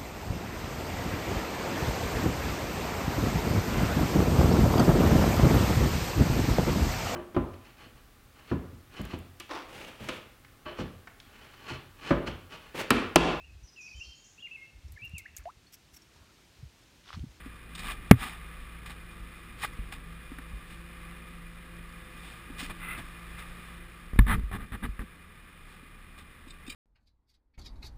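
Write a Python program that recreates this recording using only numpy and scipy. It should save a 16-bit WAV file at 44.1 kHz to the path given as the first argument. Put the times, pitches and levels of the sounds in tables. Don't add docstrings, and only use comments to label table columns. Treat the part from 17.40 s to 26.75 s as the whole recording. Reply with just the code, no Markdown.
import sys
import numpy as np
from scipy import signal
from scipy.fft import rfft, irfft, next_fast_len
from scipy.io import wavfile
from scipy.ndimage import map_coordinates

SR = 44100
rng = np.random.default_rng(int(sys.argv[2]) if len(sys.argv) > 2 else 0)


def master(y):
    cut = np.clip(np.atleast_2d(y).T, -1, 1)
    pcm = np.round(cut * 32767)
    wavfile.write(sys.argv[1], SR, pcm.astype(np.int16))


N = 412335

# (frequency [Hz], density [dB])
RUMBLE_SPECTRUM = [(12, -23), (22, -8), (34, 5), (48, -21.5), (80, -13), (140, -15), (200, -15.5),
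                   (300, -21.5), (450, -25), (700, -38.5), (1500, -63)]


def knocks():
    # (time [s], shell [dB], contact cut-off [Hz], cab boom [dB], crack [dB])
    strikes = [(0.7118, 6.5, 5800, -36, -14), (1.801, -63, 150, -33.5, -70), (2.389, -21, 147, -25, -68),
               (3.132, -29, 150, -30.5, -69), (6.733, -31, 300, -24.5, -48), (6.76, -30.5, 300, -24.5, -48),
               (6.789, 3.5, 155, -4.5, -18.5), (6.981, -16, 150, -19, -56), (6.994, -42, 400, -47, -47),
               (7.035, -45, 150, -19.5, -67), (7.488, -37, 200, -26, -56)]
    out = np.zeros(N)
    for s, *strike in strikes:
        add(out, s, blow(*strike))
    return out


def blow(shell_db, cut_hz, boom_db, crack_db):
    # (frequency [Hz], level [dB], t60 [s])
    modes = [(84, -27, 0.31), (117.9, -14, 0.16), (201.4, 16, 0.0149), (213, -15.5, 0.032),
             (259.4, -19, 0.1), (331, 27.5, 0.00631), (406, -30, 0.072), (547.6, 27.5, 0.0046),
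             (788, -40, 0.0184), (2208, -3, 0.015)]
    boom_hz, boom_t60_s, boom_attack_s = 47.3, 0.22, 0.0018
    choke_s, crack_peak_s = 0.061, 0.0021
    t = np.arange(SR // 2) / SR
    ring = sum(amp(db - 60 * t / t60) * np.sin(2 * np.pi * hz * t) / np.hypot(1, (hz / cut_hz) ** 2)
               for hz, db, t60 in modes)
    choke = np.exp(-(t / choke_s) ** 6)
    shell = ring * (1 - np.exp(-1.5 * t * cut_hz)) ** 2 * choke
    boom = amp(-60 * t / boom_t60_s) * np.sin(2 * np.pi * boom_hz * t)
    boom *= (1 - np.exp(-t / boom_attack_s)) ** 2
    burst = lambda u: (np.maximum(u, 0) * np.exp(1 - np.maximum(u, 0))) ** 1.1
    rebounds_s = np.cumsum(0.015 * 0.6 ** np.arange(3))
    chatter = sum(amp(-22.5 - 6 * k) * burst((t - s) / crack_peak_s) for k, s in enumerate(rebounds_s))
    crack = (burst(t / crack_peak_s) + chatter) * grains(contact_db, len(t))
    return amp(shell_db) * shell - amp(boom_db) * boom + amp(crack_db) * crack


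def grinding():
    # (start [s], length [s], grit [dB], judder [dB], landing [dB])
    drags = [(2.229, 0.028, -31, -56, -54), (6.866, 0.098, -29.5, -25.5, -35),
             (7.114, 0.065, -40, -34.5, -38), (7.185, 0.069, -48.5, -41.5, -48),
             (7.32, 0.046, -42, -37.5, -38), (7.424, 0.044, -38.5, -30, -47),
             (7.592, 0.04, -48, -36, -36.5)]
    # (frequency [Hz], density [dB])
    judder_spectrum = [(20, 4), (45, 7.5), (110, 1), (160, -2.5), (220, 6), (330, -13.5), (435, -11.5),
                       (560, -28), (800, -40)]
    judder = lambda hz: along(judder_spectrum, hz)
    out = np.zeros(N)
    for s, length_s, grit_db, judder_db, landing_db in drags:
        add(out, s, amp(landing_db) * blow(shell_db=5, cut_hz=270, boom_db=8.5, crack_db=-2.5))
        mid_s, spread_s = s + length_s / 2, 0.35 * length_s
        add_stroke(out, mid_s, spread_s, spread_s, grit_db, contact_db, clump_db=0.9, square=4.35)
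        add_stroke(out, mid_s, 0.73 * spread_s, 1.25 * spread_s, judder_db, judder,
                   clump_db=1.3, square=1.7)
    return out


def clothing():
    # (peak [s], rise [s], fall [s], level [dB], tilt [dB/octave])
    scuffs = [(0.352, 0.0018, 0.0076, -41, 5), (0.397, 0.014, 0.015, -42, 2),
              (0.505, 0.041, 0.019, -36.5, -1.5), (0.828, 0.023, 0.047, -36.5, -2),
              (1.462, 0.0017, 0.012, -42, -0.5), (1.499, 0.0034, 0.016, -44, -1),
              (2.234, 0.015, 0.017, -37, 0.5), (2.524, 0.0025, 0.017, -42, -1),
              (3.32, 0.034, 0.039, -55, 1.5), (4.881, 0.076, 0.058, -51.5, 0),
              (5.2, 0.0091, 0.037, -38.5, 2.2), (5.301, 0.0025, 0.0086, -35.5, -5),
              (5.587, 0.0077, 0.015, -39, -4), (5.994, 0.0077, 0.019, -48, 0), (8.32, 0.032, 0.033, -57, 0),
              (8.787, 0.0077, 0.018, -51.5, 0)]
    # (frequency [Hz], gain [dB])
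    cloth_eq = [(250, 3.5), (520, -7.5), (800, 6), (1050, -0.5), (1400, -1), (2300, 1.5), (3600, 7),
                (5600, 7.5)]
    # (peak [s], rise [s], fall [s], level [dB])
    creaks = [(5.45, 0.03, 0.034, -42), (5.515, 0.029, 0.04, -39.5), (5.993, 0.009, 0.023, -45)]
    # (centre [Hz], half-width [Hz], level [dB])
    strap_modes = [(1320, 220, 0.5), (2050, 69, 5.5), (2530, 230, -1.5), (3470, 300, -15.5)]
    sway_s, sway_db = 0.1, -12
    out = np.zeros(N)
    for s, rise_s, fall_s, db, tilt in scuffs:
        cloth = lambda hz: airborne_db(hz) + along(cloth_eq, hz) + tilt * np.log2(np.clip(hz, 300, 6000))
        add_stroke(out, s, rise_s, fall_s, db, cloth, clump_db=2.0, square=1.42)
    strap = lambda hz: 20 * np.log10(sum(amp(db) / (1 + ((hz - centre) / width) ** 2)
                                         for centre, width, db in strap_modes))
    for s, rise_s, fall_s, db in creaks:
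        add_stroke(out, s, rise_s, fall_s, db, strap, clump_db=1.5, square=2.3)
    for s, _, _, db, *_ in scuffs + creaks:
        add_stroke(out, s, sway_s, sway_s, db + sway_db, rumble_db, clump_db=-0.5, square=2.0)
    return out


def taps():
    # (time [s], note [dB], click [dB])
    shifts = [(0.061, -34.5, -56), (2.917, -33.5, -46.5), (2.986, -37.5, -38), (5.101, -35, -54),
              (5.227, -33.5, -53), (5.574, -46, -47), (8.431, -46, -59), (9.069, -42.5, -66),
              (9.281, -34.5, -50.5)]
    note_hz, note_t60_s, click_t60_s = 265, 0.045, 0.039
    out, t = np.zeros(N), np.arange(SR // 5) / SR
    for s, note_db, click_db in shifts:
        note_env = amp(note_db + 4.5 - 60 * t / note_t60_s) * (1 - np.exp(-t / 0.0023))
        click_env = amp(click_db - 60 * t / click_t60_s) * (1 - np.exp(-t / 0.00035))
        add(out, s, note_env * np.sin(2 * np.pi * note_hz * t) + click_env * grains(contact_db, len(t)))
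    return out


def buckle():
    # (peak [s], rise [s], fall [s], level [dB])
    touches = [(9.081, 0.0027, 0.0043, -54.5), (9.105, 0.004, 0.0069, -50.5),
               (9.271, 0.0045, 0.0077, -45.5), (9.301, 0.0052, 0.018, -43.5)]
    # (frequency [Hz], level [dB], t60 [s])
    modes = [(2460, 0.5, 0.026), (2750, -7, 0.024), (3130, -10, 0.027), (3710, -6.5, 0.052),
             (4000, -6, 0.028), (4730, -11.5, 0.043), (5080, -2.5, 0.024)]
    lead_s = 0.25
    out, t = np.zeros(N), np.arange(SR // 5) / SR
    for s, rise_s, fall_s, db in touches:
        chafe = np.zeros(SR // 2)
        add_stroke(chafe, lead_s, rise_s, fall_s, db, np.zeros_like, clump_db=3, square=2)
        ring = sum(amp(mode_db + rng.normal(0, 2.7) - 60 * t / t60)
                   * np.sin(2 * np.pi * (hz * rng.normal(1, 0.014) * t + rng.random()))
                   for hz, mode_db, t60 in modes)
        rattle = signal.fftconvolve(chafe, ring / np.linalg.norm(ring))[:len(chafe)]
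        grit = signal.lfilter(*signal.butter(2, [2200, 9000], "band", fs=SR), chafe)
        add(out, s - lead_s, amp(0.5) * rattle + amp(1.4) * grit)
    return out


def rustle():
    catches = (rng.random(N) < 60 * amp(4 * wobble(3)) / SR) * rng.uniform(0.46, 1, N)
    t = np.arange(SR // 50) / SR
    ticks = signal.fftconvolve(catches, rng.standard_normal(len(t)) * amp(-60 * t / 0.074))[:N]
    stir_db = np.interp(clock(), [6.5, 7.7], [-64, -72])
    fibre = lambda hz: airborne_db(hz) + 2.2 * np.log2(np.clip(hz, 300, 5000))
    return amp(stir_db) * unit(coloured(ticks, fibre))


def engines():
    # (time [s], firing rate [Hz])
    firing_rate = [(0, 168.6), (1.3, 170), (2.4, 165.8), (3.8, 170.8), (5, 169.6), (6.3, 171.9)]
    # (crankshaft order, level [dB])
    throb_orders = [(1, 1), (2, -16.5), (4, -23), (7, -43)]
    # (crankshaft order, level [dB])
    note_orders = [(3, -1.5), (6, -13), (9, -14.5)]
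    turns = np.cumsum(curve(firing_rate) * (1 + 0.0036 * wobble(11))) / SR / 3
    early = np.interp(clock(), [0, 3.4], [1, 0])
    throb_db = -52.5 + 2.5 * early - 20 * fade()
    note_db = -53 - 7 * early - 12 * fade()
    idle = np.zeros(N)
    for orders, level_db in (throb_orders, throb_db), (note_orders, note_db):
        for order, db in orders:
            gain = amp(level_db + db + 2.4 * wobble(9.8))
            idle += gain * np.sin(2 * np.pi * (order * turns + rng.random()))
    drone_db = -77 + 17 * fade() + 1.42 * wobble(14)
    drone_hz = 73.3 * (1 + 0.0119 * wobble(1.6))
    drone = amp(drone_db) * np.sin(2 * np.pi * np.cumsum(drone_hz) / SR)
    return np.sqrt(2) * (idle + drone)


def arena():
    # (time [s], level [dB])
    hiss_level = [(0.0, -52.5), (0.28, -54), (0.91, -50), (1.48, -52.5), (3.38, -52.5), (3.7, -50.5),
                  (4.01, -53), (5.28, -50.5), (5.39, -49.5), (5.78, -50), (6.3, -49.5), (6.43, -52.5),
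                  (7.08, -55.5), (9.35, -56)]
    rumble = amp(-50.5 - 2.5 * fade() + 0.88 * wobble(5.2)) * grains(rumble_db, N)
    hiss = amp(curve(hiss_level)) * grains(airborne_db, N, clump_db=1.0)
    return rumble + hiss


def contact_db(hz):
    # (frequency [Hz], density [dB])
    friction_spectrum = [(120, -18), (300, -7.5), (600, -5), (800, 4.6), (1020, -1), (1230, 1), (1800, 1.5),
                         (2500, -5.5), (3700, -7), (4700, -24), (6000, -17), (6500, -80)]
    return along(friction_spectrum, hz) + case_db(hz)


def airborne_db(hz):
    # (frequency [Hz], density [dB])
    hiss_spectrum = [(250, -4), (500, -7), (750, -5), (950, -6), (1200, -3.5), (1500, -4.5), (2400, -2),
                     (3600, -7), (4400, -14.5), (5300, -10), (6000, -13), (6500, -78)]
    return along(hiss_spectrum, hz) + case_db(hz)


def case_db(hz):
    # (centre [Hz], width [Hz], lift [dB])
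    resonances = [(1190, 237, 12), (1693, 357, 8), (2030, 250, 6), (2433, 106, 10), (2900, 120, 2.5),
                  (3596, 184, 4)]
    return sum(db / (1 + (2 * (hz - centre) / width) ** 2) for centre, width, db in resonances)


def rumble_db(hz):
    return along(RUMBLE_SPECTRUM, hz)


def fade():
    return np.interp(clock(), [6.2, 7.8], [0, 1])


def add_stroke(out, peak_s, rise_s, fall_s, db, spectrum, clump_db, square):
    t = np.arange(-SR // 4, SR // 4) / SR
    swell = np.exp(-.5 * np.abs(t / np.where(t < 0, rise_s, fall_s)) ** square)
    slips = map_coordinates(rng.standard_normal(160), [(t - t[0]) * 250])
    add(out, peak_s + t[0], amp(db + 0.72 * clump_db * slips) * swell * grains(spectrum, len(t), clump_db))


def grains(spectrum, count, clump_db=0):
    catch = np.repeat(rng.standard_normal(count // 44 + 1), 44)[:count]
    return unit(coloured(rng.standard_normal(count) * amp(clump_db * catch), spectrum))


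def coloured(x, spectrum):
    size = next_fast_len(len(x) + 4096)
    return irfft(rfft(x, size) * amp(spectrum(np.fft.rfftfreq(size, 1 / SR))), size)[:len(x)]


def add(out, s, x):
    start = round(s * SR)
    x = x[max(-start, 0):N - start]
    out[max(start, 0):][:len(x)] += x


def wobble(rate_hz):
    return map_coordinates(rng.standard_normal(int(N * rate_hz / SR) + 4), [clock() * rate_hz])


def along(points, hz):
    knots_hz, values = np.transpose(points)
    return np.interp(np.log(hz + 1), np.log(knots_hz + 1), values)


def curve(points):
    return np.interp(clock(), *np.transpose(points))


def clock():
    return np.arange(N) / SR


def amp(db):
    return 10 ** (np.asarray(db) / 20)


def unit(x):
    return x / np.sqrt(np.mean(x ** 2) + 1e-20)


def scene():
    return (engines() + arena() + knocks() + taps() + clothing() + rustle() + buckle() + grinding())[None]


def record(dry):
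    # (frequency [Hz], gain [dB])
    band_edge = [(4300, 0), (5300, -5.5), (6000, -17), (6200, -120)]
    mirror_hz, unity_hz, tilt_db_per_khz, top_hz = 12000, 10870, -0.84, 15500
    band = coloured(np.clip(dry[0], -1.1, 1.1), lambda hz: along(band_edge, hz))
    slope = np.gradient(band) * SR / (2 * np.pi * unity_hz)
    image = 2 * slope * np.cos(2 * np.pi * mirror_hz * clock())
    image = coloured(image, lambda hz: tilt_db_per_khz * (hz - mirror_hz) / 1000)
    clipped = np.clip(band + image, -1, 1)
    return coloured(clipped, lambda hz: np.where(hz < top_hz, 0, -120))[None]


dry = scene()
out = record(dry)
master(out)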